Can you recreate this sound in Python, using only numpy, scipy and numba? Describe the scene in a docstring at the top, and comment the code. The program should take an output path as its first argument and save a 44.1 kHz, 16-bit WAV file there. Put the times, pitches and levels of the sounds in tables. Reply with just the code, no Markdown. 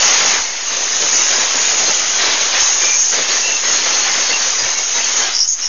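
"""Wine bottles bursting in a cellar

Full wine bottles drop from a rack and burst on a tiled floor, one upon another, in a hard-walled cellar.
Wine, glass walls, shards and splinters are crowds of tiny struck modes with short echoes, the smaller the higher.
Larger pieces rattle as noise contacts in one resonance; filtered noise makes the floor's thuds and rumble.
A small microphone rounds the loudest peaks; a steep low-pass near 7 kHz ends the treble.
"""
import sys
import numpy as np
from scipy import signal
from scipy.fft import rfft, irfft
from scipy.io import wavfile
from numba import njit

SR = 44100
rng = np.random.default_rng(int(sys.argv[2]) if len(sys.argv) > 2 else 0)


def transcribe(signal):
    """Save signal, clipped to [-1, 1], as a 16-bit WAV file at the path in sys.argv[1]."""
    frames = np.atleast_2d(signal).T
    limited = np.clip(frames, -1, 1)
    pcm = np.round(limited * 32767).astype(np.int16)
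    wavfile.write(sys.argv[1], SR, pcm)


N = 250488
T = np.arange(N) / SR  # time in seconds

# Bottles, or clusters of them, that burst on the tiles.
# Each row: start in seconds, level of the glass walls in dB, level of the wine in dB, hold in seconds.
BOTTLE_BURSTS = [(-0.02, -22, -33.5, 0.2), (0.184, -21.5, -30, .18), (0.692, -31, -36.5, .1),
                 (0.987, -29.5, -31.5, 0.068), (1.111, -26.5, -32, 0.066), (1.286, -24.5, -30, 0.14),
                 (1.532, -26, -29, 0.025), (1.596, -27, -36, 0.017), (1.673, -26.5, -30.5, 0.046),
                 (1.781, -27, -28.5, 0.056), (1.854, -26.5, -29, 0.051), (2.179, -22, -30, 0.14),
                 (2.389, -24.5, -32.5, 0.032), (2.515, -22, -37.5, 0.088), (2.804, -23.5, -28, 0.026),
                 (3.112, -22, -30, 0.023), (3.165, -24, -27, 0.028), (3.274, -24.5, -31.5, 0.075),
                 (3.434, -30, -35, .08), (3.621, -26.5, -34, .13), (3.845, -24.5, -29, 0.014),
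                 (3.885, -26, -30.5, .03), (3.954, -27, -31, 0.027), (4.046, -22.5, -34, 0.042),
                 (4.124, -26, -33, 0.073), (4.275, -25, -31, .04), (4.398, -28, -36, 0.073),
                 (4.577, -28.5, -32, 0.024), (4.63, -27.5, -33.5, .05), (4.75, -31.5, -35.5, 0.043),
                 (4.942, -24, -30.5, 0.035), (5.164, -25.5, -32.5, 0.054), (5.571, -35, -47, 0.068)]


def undb(db):
    """Turns decibels into an amplitude factor."""
    return 10 ** (np.asarray(db) / 20)


def unit(x):
    """Scales a sound to an RMS of one."""
    return x / np.sqrt(np.mean(x ** 2))


def band(x, lo_hz, hi_hz):
    """Colours a sound as glass on tile and keeps one range of it, with soft edges."""
    # Glass on tile through the small microphone. Each row: frequency in Hz, level in dB per Hz.
    colour = [(65, -43.5), (110, -25), (150, -22.5), (329, -18), (399, -14.5), (458, -13.5), (500, -12.5),
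              (1450, -12.5), (2710, -7), (3390, -9), (4720, -8), (5530, -2), (6460, 7), (7050, -1),
              (9160, -25), (15500, -120)]
    f = np.maximum(np.fft.rfftfreq(N, 1 / SR), 1)
    hz, db = np.transpose(colour)
    tilt = undb(np.interp(np.log(f), np.log(hz), db))
    edges = 1 / np.sqrt((1 + (lo_hz / f) ** 20) * (1 + (f / hi_hz) ** 20))
    return unit(irfft(rfft(x) * edges * tilt, N))


@njit
def ring(n, start, pole, size):
    """Each grain is one struck mode: a turning, shrinking phasor followed down to a thirtieth of its size."""
    y = np.zeros(n)
    for k in range(len(start)):
        z = size[k] + 0j
        i = start[k]
        while i < n and abs(z) > size[k] / 30:
            y[i] += z.imag
            z = z * pole[k]
            i = i + 1
    return y


def grains(per_s, lo_hz, hi_hz, t60_s, scatter_db, echoes=4):
    """Fragments struck at random moments, each with its own pitch, ring time, size and echoes."""
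    cellar_t60_s, echo_db = .1, -1.5
    draws = rng.random((int(per_s * N / SR), 4 + echoes))
    when, pitch, long, big, *lags = draws.T
    hz = lo_hz + (hi_hz - lo_hz) * pitch
    ring_s = t60_s * 2 ** (2 * long - 1)  # from half to double the given time
    pole = np.exp(2j * np.pi * hz / SR - np.log(1000) / (ring_s * SR))
    # a long ring starts weaker, so the blow's energy sets the size
    size = undb(scatter_db * big ** 3) / np.sqrt(ring_s)
    # every fragment lies elsewhere, so tile, glass and plaster return it after lags of its own
    lag_s = np.array([0 * when] + lags) * cellar_t60_s / 3  # the first row is the direct sound
    gain = undb((lag_s > 0) * echo_db - 60 * lag_s / cellar_t60_s)
    start = (when * N + lag_s * SR).astype(np.int64)
    return ring(N, start.ravel(), np.tile(pole, echoes + 1), (gain * size).ravel())


def bursts(db, fade_db_per_s):
    """Power of all bursts: each rises quickly, holds and dies away."""
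    step, attack_s = 64, 0.02  # step in samples
    t = T[::step]
    start, _, _, hold = np.array(BOTTLE_BURSTS).T[:, :, None]
    rise = np.clip((t - start) / attack_s, 0, 1)
    fade_db = fade_db_per_s * np.maximum(t - start - hold, 0)
    level = rise * undb(db[:, None] - fade_db)
    return np.interp(T, t, np.sum(level ** 2, axis=0))


def over_bed(burst_power, bed_db):
    """Adds the power of the bursts to that of the steady noise under them and gives the level in dB."""
    return 10 * np.log10(burst_power + undb(bed_db) ** 2)


def wine(wine_db):
    """Wine slaps the tiles: a crowd of very short, low modes."""
    slaps = grains(1500, 170.0, 873.0, .012, 2.8)
    return undb(wine_db) * band(slaps, 220., 698.0)


def glass(per_s, lo_hz, hi_hz, tick_t60_s, tinkle_per_s, tinkle_t60_s, tinkle_db):
    """A dense patter of short ticks under fewer fragments that ring on."""
    ticks = unit(grains(per_s, 0.803 * lo_hz, 1.1 * hi_hz, tick_t60_s, 6.7))
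    tinkle = unit(grains(tinkle_per_s, .8 * lo_hz, 1.1 * hi_hz, tinkle_t60_s, 6., echoes=2))
    return band(ticks + undb(tinkle_db) * tinkle, lo_hz, hi_hz)


def walls(wall_db):
    """Bottle walls crack: the largest fragments, ringing lowest."""
    return undb(wall_db) * glass(2500, 695.0, 2310.0, 0.0079, 200, 0.32, -7.0)


def shards(shard_db):
    """Shards ring above the walls, with more tinkle."""
    return undb(shard_db) * glass(3000, 2480.0, 5160.0, .008, 250, 0.4, -4.0)


def splinters():
    """The finest splinters ring highest, at a level that follows its own course."""
    # How loud the splinters are. Each row: time in seconds, level in dB.
    splinter_levels = [(0.0, -11.5), (0.32, -14.5), (0.52, -25), (1.17, -13.5), (1.47, -17), (1.6, -14.5),
                       (2.53, -17.5), (2.59, -13), (2.86, -15), (3.08, -13), (3.27, -20.5), (3.35, -15),
                       (3.64, -20), (3.73, -12), (3.75, -16.5), (5.13, -18), (5.21, -14.5), (5.3, -21),
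                       (5.44, -22.5), (5.46, -20.5), (5.54, -20), (5.55, -26), (5.66, -21.5), (5.68, -29)]
    splinter_db = np.interp(T, *np.transpose(splinter_levels))
    return undb(splinter_db) * glass(3000, 4850.0, 7580.0, .008, 250, 0.43, -3.0)


def boom(wine_db):
    """The floor booms with low struck modes whose level moves with the wine."""
    mean_db = -52.
    boom_db = mean_db + wine_db - wine_db.mean()
    return undb(boom_db) * band(grains(600, 90., 300., 0.023, 5.6), 134., 220.)


def rumble(wall_db):
    """Low-passed noise at the very bottom, swelling gently with the cracking walls."""
    top_hz, base_db, share = 66., -53.5, .3  # share of the walls' swing in dB
    low = signal.cheby1(6, 1, top_hz, fs=SR, output="sos")
    noise = unit(signal.sosfilt(low, rng.standard_normal(N)))
    swing_db = share * (wall_db - wall_db.mean())
    return undb(base_db + swing_db) * noise


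def crash():
    """Wine and glass burst over a steady noise of both; the smaller the fragment, the higher it rings."""
    # Level of the steady glass noise under the bursts, with an early dip and slow return.
    # Each row: time in seconds, level in dB.
    bed_levels = [(0, -19), (.4, -31), (.56, -31), (.95, -26), (1.3, -24.5), (2.1, -25), (2.7, -25),
                  (2.8, -27), (2.95, -28.5), (3.08, -31), (3.3, -27), (3.57, -29.5), (3.75, -25),
                  (4.5, -26.5), (4.85, -30.5), (5.1, -26), (5.3, -26.5), (5.5, -44), (5.68, -37.5)]
    bed_db = np.interp(T, *np.transpose(bed_levels))
    _, glass_db, slap_db, _ = np.transpose(BOTTLE_BURSTS)
    wine_fade, wall_fade, shard_fade = 170, 128.5, 98  # dB per second
    # shards, and the wine's steady noise, stand in dB against the walls; wine bursts have their own levels
    wine_db = over_bed(bursts(slap_db, wine_fade), bed_db - 10.5)
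    wall_db = over_bed(bursts(glass_db, wall_fade), bed_db)
    shard_db = over_bed(bursts(glass_db + 2, shard_fade), bed_db + 3.5)
    broken = walls(wall_db) + shards(shard_db) + splinters()
    return broken + wine(wine_db) + boom(wine_db) + rumble(wall_db)


def thuds():
    """A short low shudder of the floor under each heavy bottle: noise in a low band, swelling and fading."""
    # Heavy bottles that shake the floor.
    # Each row: time in seconds (a third of the way into the shudder), peak level in dB, pitch in Hz.
    heavy_bottles = [(0.148, -44, 50.5), (0.391, -37, 57.6), (1.809, -46, 50), (2.195, -45, 51.7),
                     (2.287, -38.5, 83.4), (2.597, -38, 95.5), (2.771, -46, 53.8), (3.496, -49, 51.1),
                     (3.649, -50, 50.3), (4.619, -35, 91.5)]
    length_s = .09
    out = np.zeros(N)
    shake = rng.standard_normal(N)
    for s, db, hz in heavy_bottles:
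        progress = np.clip((T - s) / length_s + 0.33, 0, 1)
        floor = signal.butter(2, [hz / 1.35, hz * 1.35], "bandpass", fs=SR, output="sos")
        shudder = np.sin(np.pi * progress) ** 2 * signal.sosfilt(floor, shake)
        out += undb(db) * shudder / np.abs(shudder).max()
    return out


def swell(start, length, soft):
    """Rises, holds and falls over the given length, all in seconds."""
    nearest_end = np.minimum(T - start, start + length - T)
    return np.clip(nearest_end / soft, 0, 1)


def pieces():
    """Each piece chatters on the floor: quick uneven contacts into one resonance."""
    # Larger pieces that rattle on the tiles.
    # Each row: start in seconds, length in seconds, pitch in Hz, width of the resonance in Hz, RMS level in dB.
    large_pieces = [(0.4, 0.047, 4200, 60, -34), (0.425, 0.11, 2130, 110, -34),
                    (1.153, 0.058, 5900, 110, -19.5), (1.318, 0.071, 5000, 60, -24.5),
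                    (1.85, 0.064, 4220, 50, -24), (1.93, 0.049, 6860, 50, -25), (2.8, 0.18, 2380, 110, -26),
                    (3.286, 0.055, 4120, 100, -29), (3.296, 0.04, 4520, 60, -27),
                    (3.355, 0.038, 1840, 60, -27), (3.38, 0.06, 4600, 80, -30.5),
                    (3.42, 0.18, 2703, 100, -24), (3.463, 0.05, 2960, 50, -30), (3.9, 0.076, 4320, 80, -27),
                    (4.014, 0.044, 4370, 80, -24), (4.248, 0.08, 4460, 80, -25),
                    (4.291, 0.042, 2030, 60, -25), (4.299, 0.089, 2745, 130, -22.5),
                    (4.386, 0.064, 4550, 100, -26), (4.521, 0.027, 1200, 60, -31),
                    (4.562, 0.08, 4990, 140, -23.5), (4.64, 0.036, 2260, 50, -31),
                    (4.63, 0.028, 4050, 60, -31), (4.706, 0.071, 4090, 60, -35),
                    (4.744, 0.083, 2206, 60, -30.5), (5.02, 0.062, 4470, 60, -29),
                    (5.208, 0.1, 1630, 60, -30.5), (5.213, 0.063, 3130, 60, -26),
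                    (5.318, 0.13, 5070, 300, -25), (5.325, 0.064, 5400, 600, -18),
                    (5.372, 0.089, 5430, 600, -13.5), (5.462, 0.053, 5450, 500, -28),
                    (5.462, 0.095, 6520, 450, -17.5), (5.6, 0.066, 2880, 60, -37),
                    (5.604, 0.084, 5500, 500, -20)]
    out = np.zeros(N)
    struck = rng.random(N) < 1600 / SR  # about 1600 hard contacts a second
    contacts = rng.standard_normal(N) * (0.077 + struck)  # over a faint scrape
    for s, length, hz, width, db in large_pieces:
        mode = signal.butter(2, [hz - width / 2, hz + width / 2], "bandpass", fs=SR, output="sos")
        shape = swell(s, length, .025)
        rattle = shape * signal.sosfilt(mode, contacts)
        heard = shape > 0
        out[heard] += undb(db) * unit(rattle[heard])
    return out


def scene():
    """The crash, the floor's thuds and the rattling pieces, in one channel."""
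    return (crash() + thuds() + pieces())[None]


def record(dry):
    """The small microphone rounds only the loudest peaks and sits off zero; a steep low-pass ends the treble."""
    ceiling, offset, top_hz = .6, -0.021, 7000  # ceiling and offset as parts of full scale
    rounded = dry / (1 + (dry / ceiling) ** 10) ** (1 / 10)
    low_pass = signal.ellip(14, .3, 95, top_hz, fs=SR, output="sos")
    return signal.sosfilt(low_pass, rounded + offset)


dry = scene()
out = record(dry)
transcribe(out)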